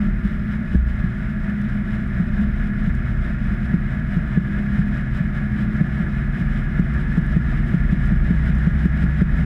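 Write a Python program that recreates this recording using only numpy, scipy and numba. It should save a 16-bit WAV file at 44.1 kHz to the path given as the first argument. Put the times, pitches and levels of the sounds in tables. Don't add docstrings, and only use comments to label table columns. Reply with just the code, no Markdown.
import sys
import numpy as np
from scipy import signal
from scipy.fft import rfft, irfft
from scipy.io import wavfile
from scipy.ndimage import uniform_filter1d
from numba import njit

SR = 44100
rng = np.random.default_rng(int(sys.argv[2]) if len(sys.argv) > 2 else 0)


def store_wav(level_fs):
    pcm = np.round(np.clip(np.atleast_2d(level_fs), -1, 1) * 32767)
    wavfile.write(sys.argv[1], SR, pcm.T.astype(np.int16))


N = 416744
TIME = np.arange(N) / SR

# time_s, turns_per_s
DRUM_SPEED = [(0.0, 1.3427), (4.0, 1.5708), (9.45, 1.8582)]
# cycles_per_turn, relative_db
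DRIVE_ORDERS = [(20.97, 11), (23.21, 6), (24.03, 5), (34.77, 15), (40.68, 5), (77.73, 12), (80.31, 12),
                (85.5, 14), (126.27, 17), (139.14, 8), (152.03, 10), (236.5, 11), (378.88, 10),
                (408.06, 12), (451.69, 17.5), (912.91, 12), (978.25, 12), (1000.5, 12), (1033.16, 12),
                (1065.19, 12)]

# time_s, relative_db
TUB_RIDE = [(0.0, -22), (0.61, -32), (0.95, -25.5), (1.21, -30), (1.99, -30), (2.69, -23.5), (4.51, -30.5),
            (5.29, -27.5), (5.55, -34), (6.67, -23), (6.85, -28.5), (8.15, -20.5), (8.93, -30.5),
            (9.45, -21)]
AIR_RIDE = [(0.0, -29.6), (1.82, -33.5), (2.51, -24.4), (2.77, -41), (2.86, -26), (3.21, -24.1),
            (3.38, -31), (3.55, -26), (3.81, -29.5), (4.16, -29.1), (6.76, -28.9), (6.93, -21), (7.19, -31),
            (7.37, -21), (7.71, -32.5), (7.8, -24.5), (8.75, -19.5), (9.45, -23.6)]
WALL_RIDE = [(0.04, -18.5), (0.17, -31), (0.55, -24), (0.9, -34.5), (1.65, -21.5), (2.25, -31.5),
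             (2.42, -17), (2.55, -31.5), (2.78, -22), (3.0, -34.5), (3.6, -26), (4.15, -32), (4.85, -22),
             (5.1, -34), (5.6, -23.5), (6.3, -32), (9.45, -29)]
# pitch_hz, width_hz, relative_db
TUB_MODES = [(37.6, 7.8, 2), (31.5, 5.6, -4.5), (42, 5.9, -11.5)]
AIR_MODES = [(63.2, 8.7, 4.5), (54, 6.8, -17), (80, 13, -10)]
SHELL_MODES = [(127.5, 41, 2.5), (152.9, 26.4, 6), (191.3, 43, -6), (93, 88, -10.5), (270, 20, -16.5),
               (311.4, 39, -13.5), (358.7, 20, -19)]
WALL_MODES = [(204.56, 7.8, 1.5), (215, 19, -10)]

# frequency_hz, relative_db
WHIRR_EQ = [(200, -82.5), (400, -85), (500, -81), (720, -75.5), (790, -84.5), (1030, -80.5), (1200, -71.5),
            (1600, -68), (2150, -71), (2650, -88.5), (3300, -97), (5000, -125)]
CLOTH_EQ = [(1200, -100), (2600, -90), (3400, -88), (3900, -91.5), (4350, -100), (5500, -99), (6000, -105),
            (8200, -105), (9300, -111), (11200, -109.5), (12000, -115), (13600, -112), (15000, -125)]
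# pitch_hz, width_hz, lift_db
WHIRR_PEAKS = [(455, 27, 4.2), (596, 32, 8.8), (653.6, 55, 6.3), (742, 34, 5.2), (848, 52, 5.2),
               (939, 48, 5.9), (1387, 35, 3.3), (1430, 55, 3.7), (1661.4, 40, 6), (1712, 54, 8.3),
               (1812, 130, 2.2), (2512, 120, 6.7)]
CLOTH_PEAKS = [(2920, 230, 5.1), (5080, 240, 4.6), (7990, 110, 0.86), (10200, 450, 4.6)]
# centre_share, width_share, lift_db
SHELL_SWELLS = [(.33, 0.23, 1.1)]
WALL_SWELLS = [(.27, 0.31, 1.2)]
WHIRR_SWELLS = [(.16, .18, 3.5), (.66, 0.075, 1.3)]
CLOTH_SWELLS = [(.02, .16, 3.2), (.28, .12, 2.8)]

# pitch_hz, level_db
MAINS_HUM = [(120, -36.5), (240, -37.5), (360, -49)]
MOTOR_WHINE = [(10427, -90), (12645, -96.5), (13124, -91)]

# time_s, relative_db
THUMPS = [(0.068, -14), (0.248, -11), (1.037, -10), (2.199, -8.5), (2.871, -11.5), (3.738, -5), (4.165, -7),
          (4.372, -3.5), (4.787, -7), (5.205, -9), (5.807, -4.5), (6.002, -14.5), (6.406, -9), (6.792, -4),
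          (7.176, -4), (7.364, -3.5), (7.74, -3.5), (7.926, -6.5), (8.118, -7), (8.304, -3.5), (8.489, -9),
          (8.67, -4), (8.853, -4.5), (9.036, -5.5), (9.215, -2), (9.4, -11.5)]
# pitch_ratio, relative_db, t60_s
THUD_MODES = [(1.0, 6, 0.11), (.86, -15.5, 0.095), (1.13, -13, 0.22)]
# pitch_hz, relative_db, t60_s
SLAP_MODES = [(317, 2, 0.084), (420, -2.5, 0.042), (620, -24, 0.026)]
# start_s, relative_db
FASTENER_TICKS = [(0.7664, -45), (1.6157, -45), (2.0782, -55), (2.9507, -45), (3.4421, -55), (6.9394, -48),
                  (7.2634, -46), (8.0581, -47.5), (8.0744, -43), (8.552, -47), (8.5844, -45), (8.9715, -50)]
# time_s, relative_db, pitch_hz, slap_offset_db
HEAP_FALL = [(0.745, -6.5, 190.6, -15.5)]
# pitch_hz, relative_db, t60_s
HEAP_MODES = [(61.9, -9, 0.6), (37.3, -29, .8), (78, -35, 0.14)]

PADDLES = 3
PUSH_S = 0.011


def undb(db):
    return 10 ** (np.asarray(db) / 20)


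def curve(points):
    return np.interp(TIME, *np.transpose(points))


def unit(x):
    return x / np.sqrt(np.mean(x ** 2))


def wander(per_s):
    knots = rng.standard_normal(int(N / SR * per_s) + 2)
    return 1.18 * np.interp(TIME * per_s, np.arange(len(knots)), knots)


def wavering_sine(cycles, db, waver_db, per_s):
    return np.sqrt(2) * undb(db + waver_db * wander(per_s)) * np.sin(2 * np.pi * (cycles + rng.random()))


def swells(turns, bumps):
    return sum(lift * np.exp(-(((PADDLES * turns - centre + .5) % 1 - .5) / width) ** 2 / 2)
               for centre, width, lift in bumps)


def effort(speed, db, doubling_db):
    return db + doubling_db * np.log2(speed / 1.6)


def resonate(x, modes, span_s):
    f = np.arange(N // 2 + 1) * SR / N + .01
    power = sum(undb(db) ** 2 / (1 + ((f * f - hz * hz) / (f * width)) ** 2) ** 2
                for hz, width, db in modes)
    ringing = irfft(rfft(x) * np.sqrt(power), N)
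    size = int(span_s * SR)
    return ringing / np.sqrt(uniform_filter1d(uniform_filter1d(ringing ** 2, size), size))


def colour(x, eq, peaks):
    f = np.arange(N // 2 + 1) * SR / N + .01
    hz, db = np.transpose(eq)
    slope_db = np.interp(np.log(f), np.log(hz), db)
    bells_db = sum(lift * .5 ** ((2 * (f - centre) / width) ** 2) for centre, width, lift in peaks)
    return unit(irfft(rfft(x) * undb(slope_db + bells_db), N))


def ring(modes, push_s, length_s):
    t = np.arange(int(length_s * SR)) / SR - push_s
    swell = np.exp(-(np.minimum(t, 0) / push_s * 2) ** 2 / 2)
    fade_in = np.minimum(1, 2 * (t / push_s + 1)) ** 2
    tail = sum(undb(db - 60 * np.maximum(t, 0) / t60) * np.cos(2 * np.pi * hz * t) for hz, db, t60 in modes)
    return tail * swell * fade_in


def at_peak(x, db):
    return x / np.max(np.abs(x)) * undb(db)


def add(track, start_s, sound):
    i = max(int(start_s * SR), 0)
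    track[i:i + len(sound)] += sound[:max(N - i, 0)]


def drive(turns):
    tones = sum(wavering_sine(order * turns, db, waver_db=3, per_s=10) for order, db in DRIVE_ORDERS)
    roughness = rng.standard_normal(N) * np.sqrt(SR / 2)
    return roughness + undb(-1.5) * tones


def rumble(force, speed, turns):
    shell_db = effort(speed, db=-27, doubling_db=16.5) + swells(turns, SHELL_SWELLS)
    wall_db = curve(WALL_RIDE) - 2 + swells(turns, WALL_SWELLS)
    tub = resonate(force, TUB_MODES, span_s=.31) * undb(curve(TUB_RIDE) + .6)
    air = resonate(force, AIR_MODES, span_s=.12) * undb(curve(AIR_RIDE) - .3)
    shell = resonate(force, SHELL_MODES, span_s=.05) * undb(shell_db)
    wall = resonate(force, WALL_MODES, span_s=.06) * undb(wall_db)
    return tub + air + shell + wall


def steel_whirr(force, speed, turns, snag):
    level_db = effort(speed, db=-39, doubling_db=7) + swells(turns, WHIRR_SWELLS) + .14 * snag
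    return colour(force, WHIRR_EQ, WHIRR_PEAKS) * undb(level_db)


def cloth_swish(speed, turns, snag, slips_per_s=1500, grain_db=3):
    level_db = effort(speed, db=-57.4, doubling_db=8.5) + swells(turns, CLOTH_SWELLS) + 1.3 * snag
    slips = (rng.random(N) < slips_per_s / SR) * rng.standard_normal(N)
    slips *= undb(grain_db * np.minimum(rng.exponential(size=N), 4))
    friction = rng.standard_normal(N) + .46 * unit(slips)
    return colour(friction, CLOTH_EQ, CLOTH_PEAKS) * undb(level_db)


def hum_and_whine():
    hum = sum(wavering_sine(hz * TIME, db, waver_db=1, per_s=6) for hz, db in MAINS_HUM)
    whine = sum(wavering_sine(hz * TIME, db, waver_db=2.5, per_s=6) for hz, db in MOTOR_WHINE)
    return hum + whine


def add_landing(track, time_s, db, pitch_hz, slap_offset_db, slap_lead_s=.00602):
    slap = ring(SLAP_MODES, push_s=.01315, length_s=.25)
    modes = [(ratio * pitch_hz, mode_db, t60) for ratio, mode_db, t60 in THUD_MODES]
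    thud = ring(modes, PUSH_S, length_s=.25)
    touch_s = time_s - .004
    add(track, touch_s - slap_lead_s, at_peak(slap, db + slap_offset_db + .6))
    add(track, touch_s, at_peak(thud, db - 1.3))


def thumps(settled_hz=172.3, sharp_hz=19, settle_s=1.4):
    out = np.zeros(N)
    for time_s, db in THUMPS:
        pitch_hz = settled_hz + sharp_hz * np.exp(-time_s / settle_s)
        add_landing(out, time_s, db, pitch_hz, slap_offset_db=-15 + 1.19 * db)
    return out


def ticks(stray_count=60, t60_s=.018, band_hz=(3300, 9500)):
    out, t = np.zeros(N), np.arange(2048) / SR
    bright = signal.butter(2, band_hz, "bandpass", fs=SR, output="sos")
    landings = [(time_s + .005, db - 43.5) for time_s, db, *_ in [*THUMPS, *HEAP_FALL]]
    strays = [(place * N / SR, -62 + 6 * size) for place, size in rng.random((stray_count, 2))]
    for start_s, db in [*FASTENER_TICKS, *landings, *strays]:
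        burst = rng.standard_normal(len(t)) * undb(-60 * t / t60_s)
        add(out, start_s, at_peak(signal.sosfilt(bright, burst), db - .5))
    return out


def falling_heap():
    out = np.zeros(N)
    time_s, db, pitch_hz, slap_offset_db = HEAP_FALL[0]
    add_landing(out, time_s, db, pitch_hz, slap_offset_db)
    add(out, time_s + .0024, undb(4) * ring(HEAP_MODES, PUSH_S, length_s=1.2))
    return out


@njit
def follow(x, attack_s, release_s):
    out, level = np.empty(len(x)), 0.
    for i in range(len(x)):
        gap = abs(x[i]) - level
        level += gap / (SR * (attack_s if gap > 0 else release_s))
        out[i] = level
    return out


def scene():
    speed = curve(DRUM_SPEED)
    turns = np.cumsum(speed) / SR + .00042 * wander(per_s=7)
    force = drive(turns)
    snag = wander(per_s=40)
    bed = rumble(force, speed, turns) + steel_whirr(force, speed, turns, snag)
    bed += cloth_swish(speed, turns, snag)
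    hits = thumps() + ticks() + falling_heap()
    return (bed + hits + hum_and_whine())[None]


def record(dry, threshold_db=-11, squeeze=.97, hiss_db=-75, fade_s=.005, top_hz=15100):
    peak = follow(dry[0], attack_s=.0036, release_s=.09)
    gain = np.maximum(peak / undb(threshold_db), 1) ** -squeeze
    hiss = undb(hiss_db) * rng.standard_normal(N)
    fade = np.minimum(1, np.minimum(TIME, TIME[::-1]) / fade_s)
    top_cut = signal.ellip(10, .2, 80, top_hz, fs=SR, output="sos")
    return signal.sosfilt(top_cut, (dry * gain + hiss) * fade)


dry = scene()
out = record(dry)
store_wav(out)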